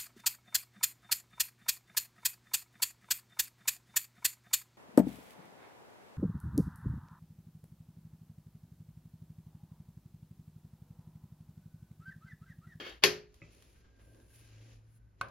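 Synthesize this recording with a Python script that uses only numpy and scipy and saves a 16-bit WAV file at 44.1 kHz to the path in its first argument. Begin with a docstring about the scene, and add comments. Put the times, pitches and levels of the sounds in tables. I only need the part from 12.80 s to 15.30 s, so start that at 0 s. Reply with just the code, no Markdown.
"""A small tin's thin metal lid slides over a table (friction noise, resonances), fingers tick, the rim squeals.
It clacks down (noise bursts, damped modes, diffuse ring); hands and sleeves rustle (shaped noise).
It is lifted with a soft bump (modes, ring), carried with grip knocks (noise) and faint singing (narrow noise).
It lands with a dull clink on the filled tin (modes, noise, ring), then scrapes briefly (noise burst).
Throughout, a small, close room: steady rumble and hiss, a sine hum."""
import sys
import numpy as np
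from scipy import signal
from scipy.fft import rfft, irfft, next_fast_len
from scipy.io import wavfile
from scipy.ndimage import map_coordinates

SR = 44100
rng = np.random.default_rng(int(sys.argv[2]) if len(sys.argv) > 2 else 0)


def log_audio(samples):
    """Write samples as a 16-bit WAV file to the path given in sys.argv[1]."""
    # one column per channel
    frames = np.atleast_2d(samples).T
    # limit to full scale, then quantise
    limited = np.clip(frames, -1, 1)
    pcm = np.round(limited * 32767).astype(np.int16)
    wavfile.write(sys.argv[1], SR, pcm)


N = 110250

CLACK_S, BUMP_S, SEAT_S = 0.2367, 0.618, 2.4121
SKID_S, SKID_DB = 0.015, -40
HUM_CENTRE_HZ = 110.5
RUB_HALF_WIDTH_HZ = 42
NOTCH_HZ, NOTCH_HALF_WIDTH_HZ = 8290, 620
TOP_HZ = 16500

# Colours: spectral shape per Hz, scaled to rms 1 in use.
# stereo correlation of noise: freq_hz, likeness (-1 to 1)
LIKENESS = [(60, .92), (200, .75), (400, 0.77), (700, -0.11), (1300, -.1), (2400, 0.74), (4400, .35),
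            (8500, -.5), (14000, 0.53)]
# decay of the diffuse ring: freq_hz, t60_s
RING_T60 = [(100, .5), (400, 0.33), (900, 0.34), (2000, .3), (5000, .28), (10000, 0.21), (14000, 0.24)]
# room rumble and hiss colour: freq_hz, rel_db
FLOOR_COLOUR = [(20, -29), (40, -5), (58, 2.5), (85, -8), (150, -15), (300, -24.5), (800, -33.5),
                (1600, -35), (3000, -46), (7000, -47.5), (13000, -50.5), (15000, -75)]
# hum level: time_s, level_db
HUM_LEVEL = [(0, -73), (.9, -79), (1.15, -76), (1.28, -58), (1.48, -68.5), (1.62, -57.5), (1.8, -52.5),
             (2.1, -57.5), (2.5, -67.5)]
# lid sliding: time_s, rel_level_db
SLIDE_LEVEL = [(0.0, -47), (0.004, -46.5), (0.042, -52), (0.068, -46), (0.18, -65.5), (0.215, -82)]
# scrape colour: freq_hz, rel_db
SLIDE_COLOUR = [(59, -40), (100, -11.5), (252, -13.5), (352, -0.5), (983, -11.5), (1070, -8), (1370, -8),
                (3180, -9.5), (6910, -27.5), (7830, -59.5), (9260, -35.5), (13200, -40.5), (15000, -60.5)]
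# sliding lid resonances: centre_hz, width_hz, rel_db
SLIDE_PEAKS = [(330, 16, -0.5), (1727, 95, -3), (2234, 37, -4), (2200, 93, -2.5), (2866, 32, -3),
               (3211, 88, -3), (3660, 37, -10), (4488, 230, -12)]
# brief squeals of the sliding rim: start_s, length_s, pitch_hz, level_db
SQUEALS = [(-.03, 0.096, 330, -53), (-.03, 0.078, 3220, -49), (.088, .06, 3760, -64)]
# fingers ticking on metal; last row: the seated lid's small bright scrape: start_s, level_db
TICKS = [(.096, -44), (.5425, -51.5), (0.823, -49), (1.346, -59.5), (1.4, -58.5), (2.485, -53)]
# tick and small scrape colour: freq_hz, rel_db
TICK_COLOUR = [(200, -7), (700, 1.5), (2200, -4), (3600, -0.5), (6000, -4.5), (10000, -7), (13000, -12),
               (14500, -27.5), (16000, -45.5)]
# contacts of the chattering rim and a near wall's echo: start_s, level_db, t60_s
CHATTER = [(0.2371, -6, 0.012), (0.2381, -16.5, 0.012), (0.2382, -13.5, 0.0096), (0.2486, -27, .04)]
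# modes as the lid strikes the table; the lowest, 160-420 Hz, belong to table and room: pitch_hz, level_db,
# t60_s, left_right_db
CLACK_MODES = [(161.6, -42, 0.48, 3), (329, -27, .06, 5.5), (364, -31, 0.39, 8), (385, -28.5, .18, -7.5),
               (418, -28.5, .43, -1.5), (852, -28, .04, -4), (1077, -29.5, .13, -1), (1566, -34.5, .2, 9),
               (1818, -33.5, 0.26, 5), (1887, -22.5, 0.036, 0.5), (2400, -10.5, .022, 7.5),
               (2470, -27.5, .13, 8.5), (2631, -18, .055, 10), (2928, -37.5, .24, 3), (3060, -22, .05, 4.5),
               (3260, -31, 0.19, 5.5), (3416, -17.5, 0.032, 8.5), (4322, -35.5, .22, 2), (4463, -28, .11, 13),
               (4990, -33, .16, 2.5)]
# clack contact colour: freq_hz, rel_db
CLACK_CRACK = [(100, -18.5), (350, -0.5), (1200, -13), (2200, 6), (3300, 3.5), (5000, 5), (6800, -8),
               (9000, -6.5), (11500, -16), (14000, -18.5), (16000, -30.5)]
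# clack early echo and ring colour: freq_hz, rel_db
CLACK_RING = [(50, -31), (100, -15), (160, -15.5), (230, -17), (380, -8.5), (520, -7.5), (800, -16.5),
              (1200, -15), (1850, -10), (2500, -9.5), (3700, -16), (4400, -10.5), (6000, -14), (7400, -21),
              (9200, -22.5), (12500, -24), (13700, -30.5), (15000, -59.5)]
# rustle of hands and sleeves: time_s, body_rel_db, treble_rel_db
RUSTLE_LEVELS = [(0.5, -80.5, -105), (0.552, -79.5, -81), (0.61, -77, -89.5), (0.616, -73, -95),
                 (0.7, -73, -87.5), (0.726, -71, -76.5), (0.992, -77, -81.5), (1.102, -83.5, -109),
                 (1.218, -78.5, -80), (1.462, -80.5, -80.5), (1.558, -70, -69), (1.748, -70, -84),
                 (1.928, -68.5, -81), (2.024, -85, -95.5), (2.172, -85, -76.5), (2.214, -101, -108),
                 (2.362, -101, -109), (2.4, -76, -106)]
# rustle body colour: freq_hz, rel_db
RUSTLE_COLOUR = [(410, -15), (700, -7.5), (1400, -6.5), (1900, -4.5), (2600, -1.5), (3500, -6), (4800, -6),
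                 (7200, -7), (8000, -22), (10400, -66)]
# rustle treble colour: freq_hz, rel_db
FIZZ_COLOUR = [(5000, -21), (9000, 1.5), (10800, 2), (12800, -10.5), (13600, -13), (14500, -14)]
# low movement noise of the arms: time_s, rel_level_db
MOVEMENT_LEVEL = [(0.5, -77), (0.604, -79.5), (0.616, -67), (1.082, -77.5), (1.388, -64.5), (1.504, -74),
                  (1.902, -67), (2.32, -99), (2.4, -71)]
# movement colour: freq_hz, rel_db
MOVEMENT_COLOUR = [(90, -8), (200, -4.5), (300, 0.5), (400, -3), (560, -4.5), (800, -15.5), (1500, -26.5),
                   (4000, -36), (12000, -47), (15000, -94)]
# table and lid modes as fingers lift it: pitch_hz, level_db, t60_s, left_right_db
TABLE_MODES = [(109.4, -50.5, 0.33, 3), (163.8, -53, 0.26, 1), (313, -54, 0.083, 0), (559, -58, .1, -6),
               (1263, -65.5, 0.065, 7), (1990, -60.5, 0.17, -5), (2180, -38.5, 0.01, 1),
               (2580, -53.5, 0.073, -3), (2543, -55.5, 0.089, -3), (2720, -68, .07, 7)]
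# bump ring colour: freq_hz, rel_db
BUMP_RING = [(60, -7), (140, 8), (330, -6), (600, -7), (900, -21), (1300, -7), (1800, -30), (2100, -7),
             (2650, -1.5), (2900, -30), (8000, -48), (15000, -80)]
# soft low knocks and shifts of the grip: start_s, rel_level_db
GRIPS = [(.94, -67), (1.04, -66), (1.186, -63.5), (1.39, -79)]
# grip colour: freq_hz, rel_db
GRIP_COLOUR = [(50, 13.5), (110, 2), (250, 2), (500, -9), (900, -10), (1400, -6), (2200, -11), (4000, -17),
               (8000, -26), (15000, -80)]
# held lid singing under rubbing fingers: start_s, length_s, pitch_hz, level_db
SINGING = [(.95, 1, 1598, -78.5), (2.03, 0.29, 1524, -86.5)]
# held lid modes on the tin: pitch_hz, level_db, t60_s, left_right_db
TIN_MODES = [(114, -48, 0.48, 1), (551, -54, 0.52, 0), (723, -38, 0.033, 1), (1095, -26.5, 0.038, 2.5),
             (1260, -29.5, 0.029, 2), (1463, -27.5, 0.033, -6), (1526, -39, 0.17, -2.5),
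             (2167, -37, 0.038, 9), (2530, -51, 0.084, 19), (3210, -68, 0.097, 11), (4400, -52, 0.051, 6.5)]
# seating contact colour: freq_hz, rel_db
SEAT_CRACK = [(100, 6), (1000, -11), (2000, 2.5), (4000, -1.5), (6000, -6.5), (8500, -4.5), (12000, -12.5),
              (13500, -27), (16000, -33)]
# seating ring colour: freq_hz, rel_db
SEAT_RING = [(47, -30), (80, -10), (378, -13), (575, -8), (896, -9), (1020, -1.5), (1400, -8.5), (1560, -6),
             (1820, -20), (2330, -17.5), (7200, -39), (8050, -55), (9190, -30), (10700, -33),
             (16000, -73.5)]


def amp(db):
    """Decibels to gain."""
    return 10 ** (np.asarray(db) / 20)


def unit(x):
    """Scale to rms 1."""
    return x / np.sqrt(np.mean(x ** 2) + 1e-20)


def along(points, hz):
    """Interpolate (Hz, value) points on a log frequency axis."""
    point_hz, values = np.transpose(points)
    return np.interp(np.log(hz + 1), np.log(point_hz + 1), values)


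def since(start_s):
    """Seconds since start_s, zero before."""
    return np.maximum(np.arange(N) / SR - start_s, 0)


def levels(rows):
    """One gain curve per dB column, fading exponentially outside the rows."""
    time_s, *columns_db = np.transpose(rows)
    t = since(0)
    outside_s = np.abs(t - np.clip(t, time_s.min(), time_s.max()))
    fade = np.exp(-outside_s / 0.035)
    return [amp(np.interp(t, time_s, db)) * fade for db in columns_db]


def wobble(rate_hz):
    """Random curve, linear between rate_hz knots a second of standard deviation 1."""
    return map_coordinates(rng.standard_normal(N), [since(0) * rate_hz], order=1)


def pan(left_right_db):
    """Left and right gains for a level difference."""
    return amp(np.array([[left_right_db], [-left_right_db]]) / 2)


def filtered(x, response):
    """Multiply the spectrum of x by a response of frequency."""
    size = next_fast_len(N + SR // 2)
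    hz = np.fft.rfftfreq(size, 1 / SR)
    return irfft(rfft(x, size) * response(hz), size)[..., :N]


def noise(colour):
    """Coloured stereo noise of rms 1; mid/side balance sets the correlation, nearly mono in the bass."""
    def mid_side(hz):
        angle = np.arccos(np.clip(along(LIKENESS, hz), -1, 1)) / 2
        return amp(along(colour, hz)) * [np.cos(angle), np.sin(angle)]
    mid, side = filtered(rng.standard_normal((2, N)), mid_side)
    return unit(np.array([mid + side, mid - side]))


def strike(start_s, t60_s, attack_s):
    """Envelope of a blow: quick rise, exponential fall."""
    t = since(start_s)
    return amp(-60 * t / t60_s) * (1 - np.exp(-t / attack_s))


def modes(start_s, table, attack_s, stagger_rad):
    """Damped sines of a struck body; start phase steps by stagger_rad per mode."""
    out = 0
    for k, (hz, db, t60_s, left_right_db) in enumerate(table):
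        tone = np.sin(2 * np.pi * hz * since(start_s) + k * stagger_rad)
        out = out + pan(left_right_db) * amp(db) * strike(start_s, t60_s, attack_s) * tone
    return out


def diffuse(start_s, colour, attack_s):
    """Dense ring of metal and room; each frequency dies at its own speed."""
    hz, t, spectrum = signal.stft(noise(colour), SR, nperseg=256)
    decay = amp(-60 * np.maximum(t - start_s, 0) / along(RING_T60, hz)[:, None])
    tail = signal.istft(spectrum * decay, SR, nperseg=256)[1][:, :N]
    return tail * (1 - np.exp(-since(start_s) / attack_s))


def rubbed(rows):
    """Narrow resonances driven by friction noise, each swelling and fading."""
    out = 0
    for start_s, length_s, hz, db in rows:
        def resonance(f):
            return 1 / (1 + ((f - hz) / RUB_HALF_WIDTH_HZ) ** 2)
        tone = unit(filtered(rng.standard_normal(N), resonance))
        progress = np.clip(since(start_s) / length_s, 0, 1)
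        out = out + amp(db) * tone * np.sqrt(np.abs(np.sin(np.pi * progress)))
    return out


def room_tone():
    """Steady rumble and faint hiss as noise; a sine hum that swells and wanders in pitch."""
    level, = levels(HUM_LEVEL)
    phase = 2 * np.pi * np.cumsum(HUM_CENTRE_HZ + 4.5 * wobble(9)) / SR
    hum = level * amp(1.2 * wobble(34)) * np.sin(phase)
    return amp(-63.5) * noise(FLOOR_COLOUR) + pan(.9) * hum


def lid_response(hz):
    """Sum of the sliding lid's resonances, alternating in sign."""
    out = 0
    for k, (centre, width, db) in enumerate(SLIDE_PEAKS):
        damping = 1j * hz * width
        out = out + (-1) ** k * amp(db) * damping / (centre * centre - hz * hz + damping)
    return out


def slide():
    """Friction on the table excites the lid; its rim skids once more as it tips."""
    level, = levels(SLIDE_LEVEL)
    resonant = unit(filtered(noise([(100, 0.0092), (10000, 0.0024)]), lid_response))  # near-flat drive
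    scrape = amp(0.5) * noise(SLIDE_COLOUR) * amp(0.94 * wobble(250)) + amp(-1.5) * resonant
    before_clack = since(CLACK_S) == 0
    skid = amp(SKID_DB) * np.clip(since(CLACK_S - SKID_S) / SKID_S, 0, 1) * before_clack
    return pan(2.2) * scrape * (level + skid)


def squeals():
    """Friction briefly drives narrow resonances of the sliding rim."""
    return pan(1.2) * rubbed(SQUEALS)


def ticks_and_small_scrape():
    """Fingertip ticks, last the seated lid's small scrape: short noise bursts with a weaker room tail."""
    direct = sum(amp(db) * strike(s, t60_s=0.0098, attack_s=.0004) for s, db in TICKS)
    room = sum(amp(db - 19.5) * strike(s, t60_s=0.35, attack_s=0.0016) for s, db in TICKS)
    return noise(TICK_COLOUR) * (direct + room)


def clack():
    """The lid slaps the table: a short chatter of the rim, the lid's modes with low table and room modes, early
    echoes and the room."""
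    chatter = sum(amp(db) * strike(s, t60_s, attack_s=0.00072) for s, db, t60_s in CHATTER)
    crack = pan(0.83) * noise(CLACK_CRACK) * chatter
    early = amp(-18) * noise(CLACK_RING) * strike(CLACK_S, t60_s=0.12, attack_s=0.0018)
    room = amp(-23.5) * diffuse(CLACK_S, CLACK_RING, attack_s=0.0069)
    ring = modes(CLACK_S, CLACK_MODES, attack_s=.0003, stagger_rad=np.pi)
    return ring + crack + pan(1.2) * (early + room)


def handling():
    """Skin and cloth rustle as fluttering noise; the arms add low movement noise."""
    body, treble = levels(RUSTLE_LEVELS)
    low, = levels(MOVEMENT_LEVEL)
    rustle = amp(1.5) * body * noise(RUSTLE_COLOUR) + amp(4.5) * treble * noise(FIZZ_COLOUR)
    flutter = amp(1.26 * wobble(180))
    movement = amp(0.87) * low * noise(MOVEMENT_COLOUR)
    return pan(1.0) * (rustle * flutter + movement)


def bump():
    """Fingers pick the lid up with a soft knock: table and lid modes plus a diffuse ring."""
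    knock = modes(BUMP_S, TABLE_MODES, attack_s=0.00041, stagger_rad=np.pi)
    return knock + amp(-57) * diffuse(BUMP_S, BUMP_RING, attack_s=0.0025)


def grips():
    """The hands shift their hold on the lid: soft decaying noise knocks."""
    knocks = sum(amp(db + 8.5) * strike(s, t60_s=0.22, attack_s=.012) for s, db in GRIPS)
    return noise(GRIP_COLOUR) * knocks


def singing():
    """Fingers rubbing the held lid make one mode sing faintly."""
    return rubbed(SINGING)


def seat():
    """The held lid meets the rim of the filled tin and is quickly damped."""
    crack = amp(-33.5) * noise(SEAT_CRACK) * strike(SEAT_S - .0004, t60_s=.022, attack_s=0.00043)
    room = amp(-41) * diffuse(SEAT_S, SEAT_RING, attack_s=0.011)
    ring = modes(SEAT_S, TIN_MODES, attack_s=0.00074, stagger_rad=-np.pi / 2)
    return ring + pan(1.5) * (crack + room)


def scene():
    """All sources, left and right."""
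    friction = slide() + squeals() + singing()
    contacts = ticks_and_small_scrape() + clack() + bump() + grips() + seat()
    return room_tone() + friction + contacts + handling()


def record(dry):
    """Treble notch, rounded peaks, upper band limit."""
    edges_hz = [NOTCH_HZ - NOTCH_HALF_WIDTH_HZ, NOTCH_HZ + NOTCH_HALF_WIDTH_HZ]
    notch = signal.butter(4, edges_hz, "bandstop", fs=SR, output="sos")
    notched = signal.sosfilt(notch, dry)
    rounded = notched / (1 + np.abs(notched / .9) ** 6) ** (1 / 6)
    return filtered(rounded, lambda hz: hz < TOP_HZ)


dry = scene()
out = record(dry)
log_audio(out)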